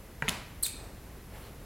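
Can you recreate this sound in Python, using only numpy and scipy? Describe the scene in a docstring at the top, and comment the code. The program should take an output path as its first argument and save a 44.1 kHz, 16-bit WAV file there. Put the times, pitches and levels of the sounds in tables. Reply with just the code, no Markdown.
"""A small plastic object is handled close by in a tiled room: a dull tap, a faint knock and scrape, then
a quick three-part snap; tap and snap excite its damped modes. A short, high squeak follows, a stick-slip
oscillation like rubber dragging on something smooth, and reverberates in the room. Light scuffs and
soft shuffling come and go over a low room rumble and a faint hiss."""
import sys
import numpy as np
from scipy import signal
from scipy.fft import rfft, irfft, next_fast_len
from scipy.io import wavfile
from scipy.ndimage import map_coordinates

SR = 44100
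rng = np.random.default_rng(int(sys.argv[2]) if len(sys.argv) > 2 else 0)


def waveform_to_disk(signal):
    """Save audio, clipped to [-1, 1], as 16-bit WAV at the path in sys.argv[1]."""
    frames = np.transpose(np.atleast_2d(signal))
    scaled = np.clip(frames, -1, 1) * 32767
    samples = np.round(scaled).astype(np.int16)
    wavfile.write(sys.argv[1], SR, samples)


N = 72765

# spectrum of the rumble and hiss (frequency [Hz], relative level [dB])
BACKGROUND_SPECTRUM = [(15, -24.5), (28, -2), (55, -1), (100, -6.5), (180, -11), (300, -16), (450, -17.5),
                       (650, -21.5), (900, -24), (1400, -28), (2000, -27.5), (3200, -33.5), (5000, -36),
                       (9000, -37.5), (11700, -33), (13200, -36.5), (15500, -38.5)]
# level of the faint uncorrelated side noise (frequency [Hz], side gain [dB])
STEREO_WIDTH = [(30, -38), (125, -51), (300, -23.5), (2000, -26), (5000, -10), (9000, -8.5),
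                (13000, -10)]
# contacts on the plastic (time [s], ring gain [dB], mode frequency factor [ratio], crack level [dB],
# thump level [dB], thump frequency [Hz], room gain [dB])
IMPACTS = [(.2226, -17, 1, -38.5, -20, 153, -5.5), (0.2809, -17, 1.32, -31.5, -20.5, 192, -9.5),
           (0.286, -20.5, 1.85, -21, -24, 193, -9), (0.2924, -30, 1.5, -13, -30, 198, -5)]
# modes of the plastic (base frequency [Hz], relative level [dB], T60 [s])
PLASTIC_MODES = [(403, -27, 0.025), (520, -14, 0.023), (737, -21, 0.038), (950, -11.5, 0.026),
                 (1394, -7.5, 0.019), (1607, -2.5, .018), (1930, -5, 0.021), (2367, -11, 0.022),
                 (2870, -10, 0.0078), (6800, -29, 0.023)]
# the crack as heard directly (frequency [Hz], relative level [dB])
CRACK_SPECTRUM = [(300, 2.5), (550, -9.5), (1000, -6), (1500, -1.5), (3000, 1.5), (4200, -1.5), (5200, -9),
                  (6900, 3.5), (7900, -11.5), (9800, 0), (12000, -9), (15500, -20)]
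# the crack as it radiates into the room (frequency [Hz], relative level [dB])
RADIATED_SPECTRUM = [(300, 0.5), (550, 6.5), (1000, -3.5), (1500, 4), (3000, 3), (5000, -1), (7000, -3.5),
                     (10000, -3.5), (15500, -8.5)]
# reverberation time (frequency [Hz], T60 [s])
REVERB_T60 = [(200, 0.57), (530, 0.47), (1400, 0.75), (3700, 0.66), (9000, 0.47), (15000, 0.22)]
# colour of the reverberation (frequency [Hz], gain [dB])
REVERB_SPECTRUM = [(100, 5), (220, 0), (450, 4.5), (1000, 6.5), (1500, -3.5), (2200, 0), (5000, 0),
                   (10000, -0.5), (15000, -2.5)]
# a faint low knock, a part scraping, then light scuffs
# (peak time [s], time spread [s], level [dB], centre [Hz], band spread [octaves])
KNOCK_AND_SCUFFS = [(0.253, 0.0093, -44.5, 449, 0.051), (0.264, 0.029, -53.5, 2960, 0.76),
                    (0.736, 0.0088, -45.5, 227, 0.35), (1.357, 0.036, -60, 2130, 0.64),
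                    (1.406, .05, -61, 10800, 0.37), (1.445, 0.047, -62.5, 2900, 0.25),
                    (1.45, 0.021, -63, 4180, 0.096)]
# thin whistle as the slip starts (time [s], frequency [Hz], level [dB])
WHISTLE_PATH = [(.6268, 11940, -30), (.6295, 11650, -35), (.631, 10720, -31), (.6328, 10630, -50),
                (.634, 10500, -36), (.644, 10400, -44), (.65, 10600, -52)]
# main tone of the squeak (time [s], frequency [Hz], fundamental level [dB], octave level [dB])
TONE_PATH = [(.629, 3965, -56, -69), (.6322, 4034, -46, -31), (.6333, 4044, -35.5, -23.5),
             (.6382, 4287, -35.5, -34.5), (.6396, 4340, -41, -52), (.6425, 4770, -35, -53),
             (.6465, 4186, -34, -29), (.651, 4095, -40, -44), (.655, 3570, -35, -37.5),
             (.660, 3606, -39, -42), (.663, 3630, -42, -73)]
# envelope of the gritty friction (time [s], level [dB])
RASP_ENVELOPE = [(.6265, -41.5), (.632, -32), (.638, -33.5), (.645, -38.5), (.657, -37), (.667, -31),
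                 (.674, -39), (.686, -39)]
# its spectrum (frequency [Hz], relative level [dB])
RASP_SPECTRUM = [(500, -32), (1400, -8), (2400, -15), (3000, -10), (4200, -4), (5600, -7), (8300, 2),
                 (10500, -2), (12200, -5), (14000, -2.5), (16000, -2)]
# ticks as the surfaces catch (time [s], level [dB], frequency [Hz])
CATCH_TICKS = [(0.6258, -30, 12200), (.6305, -16.5, 11200), (.6323, -14.5, 10550), (.6365, -20, 13300),
               (.6385, -25, 14400), (.6635, -26.5, 2480), (.666, -26.5, 8380), (0.666, -25.5, 8330)]
# resonances of the squeak that linger in the room (centre [Hz], bandwidth [Hz], gain [dB])
SQUEAK_RESONANCES = [(2400, 480, 6), (4870, 260, -13), (8500, 150, -11)]
# swells of rubbing (peak time [s], time spread [s], level [dB], spectrum frequency factor [ratio])
SHUFFLE_SWELLS = [(.84, 0.062, -49.5, 1.03), (1.086, 0.049, -57, 1.05), (1.37, 0.033, -51.5, 1.05),
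                  (1.455, 0.039, -52, 1.05), (1.6, 0.18, -58, .85)]
# spectrum of the rubbing (base frequency [Hz], relative level [dB])
SHUFFLE_SPECTRUM = [(100, 4), (250, -2), (520, 0.5), (1000, -7), (1600, -10), (2500, -16.5), (3500, -34),
                    (4400, -18), (6000, -24), (11000, -28), (16000, -32)]

SLIP_JITTER, SLIP_FLUTTER_DB, SLIP_KNOTS_PER_S = .026, 2.2, 1100
SQUEAK_ROOM_DB = -6.5
TIME = np.arange(N) / SR


def amp(db):
    """Amplitude ratio of a level in decibels."""
    return 10 ** (np.asarray(db) / 20)


def unit(x):
    """Normalisation to rms 1."""
    return x / np.sqrt(np.mean(x ** 2) + 1e-20)


def along(points, hz):
    """Interpolation on a logarithmic frequency axis."""
    freqs, values = np.transpose(points)
    return np.interp(np.log(hz + 1), np.log(freqs + 1), values)


def curves(rows):
    """A gate over the rows' time span, then each column interpolated linearly in time."""
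    times, *columns = np.transpose(rows)
    gate = (TIME >= times.min()) & (TIME <= times.max())
    return [gate] + [np.interp(TIME, times, column) for column in columns]


def wobble(knots_per_s):
    """Smooth random modulation: a spline through Gaussian values."""
    return map_coordinates(rng.standard_normal(4096), [TIME * knots_per_s], mode="wrap")


def filtered(x, response):
    """Linear filtering: the spectrum is multiplied by a frequency response."""
    size = next_fast_len(N + SR // 2)
    return irfft(rfft(x, size) * response(np.fft.rfftfreq(size, 1 / SR)), size)[..., :N]


def noise(spectrum):
    """Spectrally shaped noise of rms 1."""
    return unit(filtered(rng.standard_normal(N), lambda hz: amp(along(spectrum, hz))))


def decay(t, attack_s, t60_s):
    """Exponential damping after a quick rise."""
    return (1 - np.exp(-t / attack_s)) * np.exp(-np.log(1000) * t / t60_s)


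def swell(peak_s, spread_s, db):
    """A Gaussian envelope with standard deviation spread_s."""
    return amp(db) * np.exp(-.5 * ((TIME - peak_s) / spread_s) ** 2)


def background(level_db=-47, waver_db=0.14):
    """Nearly stationary broadband noise: room rumble with a faint hiss."""
    return amp(level_db - waver_db * wobble(9.5)) * noise(BACKGROUND_SPECTRUM)


def plastic_impacts():
    """Impulsive excitation: each contact rings the plastic's modes, cracks and thumps the holding hand."""
    out = np.zeros(N)
    for start, ring_db, pitch, crack_db, thump_db, thump_hz, room_db in IMPACTS:
        t = np.maximum(TIME - start, 0)
        ring = np.zeros(N)
        for k, (hz, db, t60) in enumerate(PLASTIC_MODES):
            envelope = amp(db) * decay(t, attack_s=.00025, t60_s=t60)
            ring += (-1) ** k * envelope * np.sin(2 * np.pi * hz * pitch * t)
        thump = np.sin(2 * np.pi * thump_hz * t) * decay(t, attack_s=.0027, t60_s=.028)
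        body = amp(ring_db) * ring + amp(thump_db) * thump
        crack_envelope = amp(crack_db) * decay(t, attack_s=.00021, t60_s=.009)
        direct = body + crack_envelope * noise(CRACK_SPECTRUM)
        echo = reverberation(body) + diffuse_crack(crack_envelope)
        out += direct + amp(room_db) * echo
    return out


def reverberation(x, delay_s=.0043, build_s=.00088):
    """Diffuse reflection: the hard room's field builds after a gap; each band decays at its own rate."""
    hz, t, bands = signal.stft(rng.standard_normal(SR), SR, nperseg=256)
    t60 = along(REVERB_T60, hz)[:, None]
    damping = np.log(1000) / t60
    envelope = np.exp(-damping * t) * np.sqrt(2 * damping / SR)  # equal energy for any T60
    colour = amp(along(REVERB_SPECTRUM, hz))[:, None]
    tail = signal.istft(bands * colour * envelope, SR, nperseg=256)[1]
    age = np.maximum(np.arange(len(tail)) / SR - delay_s, 0)
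    return signal.fftconvolve(x, tail * (1 - np.exp(-age / build_s)))[:N]


def diffuse_crack(envelope, directions=4):
    """Incoherent summation: a crack leaves differently in each direction, so its echo is even."""
    echoes = (reverberation(envelope * noise(RADIATED_SPECTRUM)) for _ in range(directions))
    return sum(echoes) / np.sqrt(directions)


def knock_and_scuffs():
    """Band-limited noise in brief swells: a faint low knock, a part scraping, and light scuffs."""
    out = np.zeros(N)
    for peak_s, spread_s, db, centre, octaves in KNOCK_AND_SCUFFS:
        white = rng.standard_normal(N)
        band = filtered(white, lambda hz: np.exp(-.5 * (np.log2((hz + 1) / centre) / octaves) ** 2))
        out += swell(peak_s, spread_s, db) * unit(band)
    return out


def slip_phase(hz):
    """Phase as the integral of a jittering stick-slip frequency."""
    return 2 * np.pi * np.cumsum(hz * (1 + SLIP_JITTER * wobble(SLIP_KNOTS_PER_S))) / SR


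def flutter(db):
    """Amplitude modulation as the surfaces grip and let go."""
    return amp(db + SLIP_FLUTTER_DB * wobble(SLIP_KNOTS_PER_S))


def squeak_resonance(hz):
    """Frequency response of damped resonators in parallel."""
    return sum(amp(db) * 1j * hz * width / (centre ** 2 - hz ** 2 + 1j * hz * width)
               for centre, width, db in SQUEAK_RESONANCES)


def squeak(grain_db=2):
    """Stick-slip oscillation: a catching whistle, then a tone and its octave that sag and end in grit."""
    gate, hz, db = curves(WHISTLE_PATH)
    whistle = gate * flutter(db) * np.sin(slip_phase(hz))
    gate, hz, fundamental_db, octave_db = curves(TONE_PATH)
    phase = slip_phase(hz)
    tone = gate * (flutter(fundamental_db) * np.sin(phase) + flutter(octave_db) * np.sin(2 * phase))
    gate, db = curves(RASP_ENVELOPE)
    grit = unit(noise(RASP_SPECTRUM) * amp(grain_db * wobble(2500)))
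    direct = np.sqrt(2) * (whistle + tone) + gate * amp(db) * grit
    for start, db, hz in CATCH_TICKS:
        t = np.maximum(TIME - start, 0)
        direct += amp(db) * decay(t, attack_s=.00029, t60_s=.0065) * np.sin(2 * np.pi * hz * t)
    ring = filtered(direct, squeak_resonance)
    return direct + amp(SQUEAK_ROOM_DB) * reverberation(direct + ring)


def shuffles():
    """Broadband friction noise: soft swells of rubbing as someone moves about."""
    out = np.zeros(N)
    for peak_s, spread_s, db, brightness in SHUFFLE_SWELLS:
        spectrum = [(hz * brightness, level) for hz, level in SHUFFLE_SPECTRUM]
        out += swell(peak_s, spread_s, db) * noise(spectrum)
    return out


def scene(flicker_db=1.1):
    """Mid-side superposition: all sources are central; a faint uncorrelated noise adds a trace of width."""
    mid = plastic_impacts() + squeak()
    soft_sounds = (shuffles() + knock_and_scuffs()) * amp(flicker_db * wobble(60.1))
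    mid += soft_sounds + background()
    side = filtered(background(), lambda hz: amp(along(STEREO_WIDTH, hz)))
    return np.array([mid + side, mid - side])


def record(dry):
    """Band limiting: an ideal low-pass filter removes the highest treble."""
    cutoff_hz = 15850
    return filtered(dry, lambda hz: hz < cutoff_hz)


dry = scene()
out = record(dry)
waveform_to_disk(out)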